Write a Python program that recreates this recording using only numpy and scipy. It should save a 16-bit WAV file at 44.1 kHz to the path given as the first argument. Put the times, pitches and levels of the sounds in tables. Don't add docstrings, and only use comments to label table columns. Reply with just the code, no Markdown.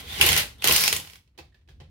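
import sys
import numpy as np
from scipy import signal
from scipy.fft import rfft, irfft
from scipy.io import wavfile
from scipy.ndimage import uniform_filter1d

SR = 44100
rng = np.random.default_rng(int(sys.argv[2]) if len(sys.argv) > 2 else 0)


def dump_mix(stems):
    frames = np.atleast_2d(stems).T
    limited = np.clip(frames, -1, 1)
    pcm = np.round(limited * 32767).astype(np.int16)
    wavfile.write(sys.argv[1], SR, pcm)


N = 83790
TIME = np.arange(N) / SR


# (time [s], level [dB], treble tilt [dB per octave], socket clank against the blow [dB])
HAMMER_BLOWS = [(0.2113, -0.5, 4, 7), (.217, -2.5, 2.5, -3), (.225, -4, 1.5, 5), (0.2632, 0, 16, -11),
                (.2886, -2, 1.5, -5.5), (0.319, -5, 1, -10), (0.3285, -7, 3.5, 0.5), (0.3638, -5, 1, -4),
                (.376, -3, 6, -9.5), (0.395, -13, 6.5, -12.5), (0.6216, -19, -2, 8),
                (0.6419, -2, 2.5, -11.5), (0.6731, -1, 4, -2.5), (.683, -1, -1.5, -11.5), (.710, -8, 0, 6),
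                (0.7229, -0.5, 12.5, -14.5), (.7615, 0, 3.5, -10.5), (.808, -7, 12, -10),
                (0.8371, -4, 0, -17), (0.8774, -0.5, 0.5, -19), (0.9267, -3, 1.5, -9),
                (0.9638, -9, 4.5, -33)]
# (time [s], level [dB], treble tilt [dB per octave])
HAMMER_TICKS = [(.5825, -44, 1.5), (0.9982, -20.5, -1), (1.048, -31.5, -9.5), (1.073, -30, -3.5),
                (1.098, -32, -3), (1.1335, -32, -5.5), (1.1561, -33, -4)]
# (time [s], level [dB])
BOLT_CLUNKS = [(.198, -29), (.233, -23), (.29, -36.5), (.642, -25.5), (.692, -23)]


def hammer():
    out = tight_bolt()
    for s, db, tilt_db, clank_db in HAMMER_BLOWS:
        add(out, s, crack(db, tilt_db))
        add(out, s, socket_clank(db + clank_db))
        add(out, s, wheel_ring(db))
    for s, db, tilt_db in HAMMER_TICKS:
        add(out, s, crack(db, tilt_db))
    for s, db in BOLT_CLUNKS:
        add(out, s, bolt_clunk(db))
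    return out


# (frequency [Hz], relative level [dB])
CRACK_COLOUR = [(100, -27), (400, -5.5), (1300, -7), (2000, 0), (2900, 3.5), (4500, -2.5), (7500, -6.5),
                (10000, -5), (13000, -7.5), (16000, -17)]


def crack(db, tilt_db):
    return amp(db - 8) * burst(CRACK_COLOUR, 0.00048, 0.0017, tilt_db, hold_s=0.0018)


# (frequency [Hz], relative level [dB])
CLANK_COLOUR = [(200, -35), (1400, -26), (2200, -5.5), (2850, 4.5), (3400, -7.5), (4500, -18),
                (8000, -37.5)]


def socket_clank(db):
    return amp(db - 9) * burst(CLANK_COLOUR, rise_s=.0018, decay_s=.0022)


# (frequency [Hz], level [dB], time to fall by 60 dB [s])
WHEEL_MODES = [(715, -4, 0.25), (923, -6.5, 0.38), (1877, -3.5, .2), (2050, -7.5, .25), (2297, -7.5, .2),
               (2300, -9, 0.34), (2700, -13.5, .2), (2840, -15, 0.26), (2813, 7.5, .2), (3120, -12.5, .2),
               (3046, 3, 0.32), (3750, -3.5, .18), (4540, -6.5, 0.15)]


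def wheel_ring(db):
    return amp(db - 39.5) * np.array([ring(WHEEL_MODES), ring(WHEEL_MODES)])


# (frequency [Hz], relative level [dB])
CLUNK_COLOUR = [(60, -15), (200, -12), (330, 7), (700, -2), (1200, -3.5), (2500, -20), (8000, -51)]


def bolt_clunk(db):
    return amp(db) * burst(CLUNK_COLOUR, rise_s=0.0029, decay_s=0.031)


# (time [s], level [dB])
TIGHT_LEVEL = [(.77, -50.5), (.81, -29.5), (.88, -25.5), (.94, -48), (.98, -55.5)]


def tight_bolt():
    return fuzzy_tone(hz=5280, width_hz=260) * level(TIGHT_LEVEL)


def motor():
    return gear_rattle() + motor_hum() + motor_whine()


CLICKS_PER_S, CLICK_SPREAD_DB, FLUTTER_DB = 4953, 3.5, 1.3
SEATED_S, SEATING_S = 0.67, 0.078
# (frequency [Hz], relative level [dB])
LOOSE_COLOUR = [(60, -10), (150, 5), (230, -12), (600, -3.5), (1300, -6.5), (2000, 3), (3000, 2.5),
                (4200, 1.5), (5500, -4.5), (7500, -9), (10000, -8), (13000, -8), (16000, -11)]
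SEATED_COLOUR = [(60, -8.5), (150, -2.5), (230, -18.5), (600, -8.5), (1300, -6.5), (2000, -2), (3000, -3.5),
                 (4200, 0.5), (5500, -1.5), (7500, -10.5), (10000, -5.5), (13000, -5.5), (16000, -6.5)]
# (time [s], level [dB])
DRIVE_LEVEL = [(0, -35), (.02, -45.5), (.05, -46.5), (.11, -35.5), (.17, -33.5), (.205, -27), (.235, -20),
               (.30, -18.5), (.35, -21.5), (.40, -19.5), (.445, -38), (.48, -72), (.58, -69), (.62, -48),
               (.65, -20.5), (.75, -18), (.80, -20), (.86, -21), (.9, -32.5), (.925, -31), (.955, -27.5),
               (.99, -47), (1.05, -49), (1.16, -52), (1.21, -75)]


def gear_rattle():
    hits = (rng.random((2, N)) < CLICKS_PER_S / SR) * rng.choice([-1, 1], (2, N))
    uneven = amp(CLICK_SPREAD_DB * np.minimum(rng.exponential(1, N), 4))
    flutter = amp(FLUTTER_DB * unit(uniform_filter1d(rng.standard_normal(N), size=160)))
    clicks = hits * uneven * flutter
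    seated = .5 + .5 * np.tanh((TIME - SEATED_S) / SEATING_S)
    rattle = (1 - seated) * colour(clicks, LOOSE_COLOUR) + seated * colour(clicks, SEATED_COLOUR)
    return rattle * level(DRIVE_LEVEL)


# (frequency [Hz], relative level [dB])
HUM_COLOUR = [(40, -20.5), (100, 6), (160, -0.5), (260, -2), (500, -4), (900, -11), (1400, -7),
              (4000, -41.5)]
# (time [s], level [dB])
MOTOR_HUM_LEVEL = [(0, -44.5), (.07, -51.5), (.12, -46), (.2, -43.5), (.42, -37), (.5, -56), (.56, -64),
                   (.6, -55.5), (.66, -53), (.95, -40), (1.1, -67), (1.22, -77)]


def motor_hum():
    return noise(HUM_COLOUR) * level(MOTOR_HUM_LEVEL)


# (time [s], pitch [Hz], level [dB])
RUN_UPS = [
    [(0, 3403, -45.5), (.06, 3400, -48), (.11, 3497, -35.5), (.145, 3480, -38.5), (.18, 2868, -38.5),
     (.21, 2755, -37), (.25, 2620, -59)],
    [(.575, 3400, -70.5), (.6, 3510, -48), (.63, 3480, -47.5), (.67, 2984, -64)],
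]


def motor_whine():
    out = np.zeros((2, N))
    for run_up in RUN_UPS:
        s, hz, db = np.transpose(run_up)
        whistle = fuzzy_tone(np.interp(TIME, s, hz), width_hz=230)
        out += whistle * level(np.transpose([s, db]))
    return out


# (time [s], level [dB], treble tilt [dB per octave], decay [s], rattle against the knock [dB])
SOCKET_KNOCKS = [(1.275, -61.5, 3, 0.0046, -27.5), (1.346, -73.5, -13, 0.018, 2),
                 (1.377, -44.5, 5, 0.014, -25), (1.386, -38, -0.5, 0.012, -28),
                 (1.5445, -57, 1, 0.0053, -10), (1.612, -67, -3, 0.0075, -18.5),
                 (1.676, -57.5, 0.5, 0.0051, -19.5), (1.687, -50.5, 1, 0.0064, -7),
                 (1.801, -44.5, -3, 0.0096, -11)]
# (time [s], level [dB])
HUB_THUDS = [(1.386, -43), (1.806, -48)]
# (time [s], pitch [Hz], level [dB])
BOLT_SQUEAKS = [(1.523, 1740, -62), (1.544, 1790, -54.5), (1.687, 1700, -55.5)]


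def socket():
    out = np.zeros((2, N))
    for s, db, tilt_db, decay_s, rattle_db in SOCKET_KNOCKS:
        add(out, s, knock(db, tilt_db, decay_s))
        add(out, s, hub_ring(db))
        add(out, s, socket_rattle(db + rattle_db, tilt_db))
    for s, db in HUB_THUDS:
        add(out, s, hub_thud(db))
    for s, hz, db in BOLT_SQUEAKS:
        add(out, s, squeak(hz, db))
    return out


# (frequency [Hz], relative level [dB])
KNOCK_COLOUR = [(100, -11), (230, -5.5), (370, 8), (620, 1), (900, -2), (1400, -4.5), (1900, -0.5),
                (4000, 0), (7500, -15.5), (13000, -21.5), (16000, -20)]


def knock(db, tilt_db, decay_s):
    return amp(db) * burst(KNOCK_COLOUR, 0.00074, decay_s, tilt_db)


def socket_rattle(db, tilt_db):
    rattle = burst(KNOCK_COLOUR, 0.0081, 0.035, tilt_db)
    wander = unit(uniform_filter1d(rng.standard_normal(rattle.shape[1]), size=180))
    chatter = unit(amp(3.6 * wander))
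    return amp(db) * rattle * chatter


# (frequency [Hz], level [dB], time to fall by 60 dB [s])
HUB_MODES = [(370, -0.5, 0.11), (521, -9.5, 0.12), (612.7, 2, 0.11)]


def hub_ring(db):
    return amp(db - 14) * ring(HUB_MODES, rise_s=.004)


# (frequency [Hz], relative level [dB])
THUD_COLOUR = [(80, -14), (220, -13), (370, 6), (480, -14), (620, -3), (850, 0), (1300, -28), (4000, -45)]


def hub_thud(db):
    return amp(db) * burst(THUD_COLOUR, rise_s=0.0035, decay_s=.01)


SQUEAK_S, PITCH_FALL, OVERTONE_DB = .012, 0.055, -7
ROUGHNESS = .085


def squeak(hz, db):
    u = np.arange(0, 1, 1 / (SQUEAK_S * SR))
    pitch = hz * (1 - PITCH_FALL * (u - .5))
    turn = 2 * np.pi * np.cumsum(pitch) / SR + ROUGHNESS * np.cumsum(rng.standard_normal(len(u)))
    swell = np.sin(np.pi * np.sqrt(u))
    return amp(db) * swell * (np.sin(turn) + amp(OVERTONE_DB) * np.sin(2 * turn))


# (frequency [Hz], relative level [dB])
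RUMBLE_COLOUR = [(20, -27), (35, -18), (58, 5.5), (85, 0), (130, -11), (200, -15.5), (350, -24),
                 (1000, -51.5), (4000, -69.5)]
# (time [s], level [dB])
BODY_RUMBLE_LEVEL = [(0, -46.5), (.15, -47.5), (.5, -48), (1.0, -56.5), (1.2, -58), (1.34, -65.5),
                     (1.45, -55.5), (1.62, -62.5), (1.76, -52.5), (1.9, -52.5)]
# (time [s], level [dB])
BODY_JOLTS = [(0, -43), (.085, -40.5), (.19, -28.5), (.235, -31), (0.289, -28), (0.646, -34), (0.691, -31),
              (.77, -38.5), (0.848, -39.5), (0.931, -37), (1.392, -48.5), (1.688, -49.5), (1.801, -42.5)]
# (frequency [Hz], level [dB], time to fall by 60 dB [s])
BODY_MODES = [(62.6, -4.5, 0.2), (80.1, 1, 0.32), (130.3, -5, .25), (151.9, -6.5, 0.44)]


def car_body():
    out = noise(RUMBLE_COLOUR) * amp(np.interp(TIME, *np.transpose(BODY_RUMBLE_LEVEL)))
    for s, db in BODY_JOLTS:
        add(out, s, amp(db) * ring(BODY_MODES, rise_s=0.017))
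    return out


# (frequency [Hz], time [s])
TAIL_T60 = [(60, 0.17), (300, 0.22), (1000, 0.28), (3000, 0.28), (8000, 0.28), (16000, 0.23)]


def garage(x, tail_db):
    t = TIME[:SR // 2]
    taps = rng.choice([-1., 1.], (2, len(t))) * (rng.random((2, len(t))) < 3000 / SR) * (t > .001)
    hz, at, z = signal.stft(taps, SR, nperseg=256)
    same = 1 / (1 + (hz[:, None] / 600) ** 2)
    z = np.array([z[0], same * z[0] + np.sqrt(1 - same ** 2) * z[1]])
    fade = np.exp(-np.log(1000) * at / read(TAIL_T60, hz)[:, None])
    tail = signal.istft(z * fade, SR, nperseg=256)[1][:, :len(t)]
    early = rng.standard_normal(taps.shape) * (rng.random(taps.shape) < 2500 / SR) * np.exp(-t / .014)
    early = signal.lfilter(*signal.butter(2, 420, "high", fs=SR), early)
    echo = amp(tail_db) * equal_energy(tail) + amp(-3.5) * equal_energy(early)
    return amp(-3.5) * (x + signal.fftconvolve(x, echo, axes=1)[:, :N])


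# (frequency [Hz], relative level [dB])
BACKGROUND_COLOUR = [(50, 5), (300, 4), (800, 0.5), (2000, -2), (5000, -10.5), (9000, -14.5),
                     (16000, -17.5)]


def background():
    return amp(-81.5) * noise(BACKGROUND_COLOUR)


def burst(points, rise_s, decay_s, tilt_db=0, hold_s=0):
    t = TIME[:SR // 4]
    grain = rng.choice([-1., 1.], (2, len(t)))
    rise = np.minimum(t / rise_s, 1)
    fall = np.exp(-np.maximum(t - rise_s - hold_s, 0) / decay_s)
    return colour(grain, points, tilt_db) * rise * fall


def ring(modes, rise_s=0.0013):
    t = TIME[:SR // 2]
    tones = np.zeros(len(t))
    for hz, db, t60 in modes:
        fall = np.exp(-np.log(1000) * t / t60)
        tones += amp(db) * fall * np.sin(2 * np.pi * (hz * t + rng.random()))
    return np.minimum(t / rise_s, 1) * tones


def fuzzy_tone(hz, width_hz):
    r = np.exp(-2 * np.pi * width_hz / SR)
    grain = rng.standard_normal((2, N)) + 1j * rng.standard_normal((2, N))
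    waver = signal.lfilter([1], np.poly([r, r]), grain)
    carrier = np.exp(2j * np.pi * np.cumsum(hz * np.ones(N)) / SR)
    return unit((waver * carrier).real)


def noise(points):
    return colour(rng.standard_normal((2, N)), points)


def colour(x, points, tilt_db=0):
    hz, z = np.fft.rfftfreq(x.shape[1], 1 / SR), rfft(x)
    apart = np.pi / 4 * hz / np.hypot(hz, 700)
    shared, split = np.cos(apart) * z[0], np.sin(apart) * z[1]
    z = np.array([shared + split, shared - split])
    shape_db = read(points, hz) + tilt_db * np.log2(1 + hz / 3000)
    return unit(irfft(z * amp(shape_db), x.shape[1]))


def level(points):
    s, db = np.transpose(points)
    return amp(np.interp(TIME, s, db)) * (TIME <= s[-1]) * (TIME >= s[0])


def read(points, hz):
    f, value = np.transpose(points)
    return np.interp(np.log(hz + 1), np.log(f), value)


def amp(db):
    return 10 ** (np.asarray(db) / 20)


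def unit(x):
    return x / np.sqrt(np.mean(x ** 2) + 1e-20)


def equal_energy(h):
    return h / np.linalg.norm(h, axis=1, keepdims=True)


def add(mix, s, sound):
    part = mix[:, max(round(s * SR), 0):][:, :sound.shape[-1]]
    part += sound[..., :part.shape[1]]


def scene():
    heard = garage(hammer() + motor(), tail_db=-5) + garage(socket(), tail_db=-3.5)
    left_right_db = [[-0.85], [0.35]]
    return heard * amp(left_right_db) + car_body() + background()


def record(dry):
    low_cut = signal.butter(3, 36, "high", fs=SR, output="sos")
    heard = np.tanh(signal.sosfilt(low_cut, dry))
    treble_cut = signal.firwin(511, 15950, window=("kaiser", 9), fs=SR)
    return signal.oaconvolve(heard, treble_cut[None], "same")


dry = scene()
out = record(dry)
dump_mix(out)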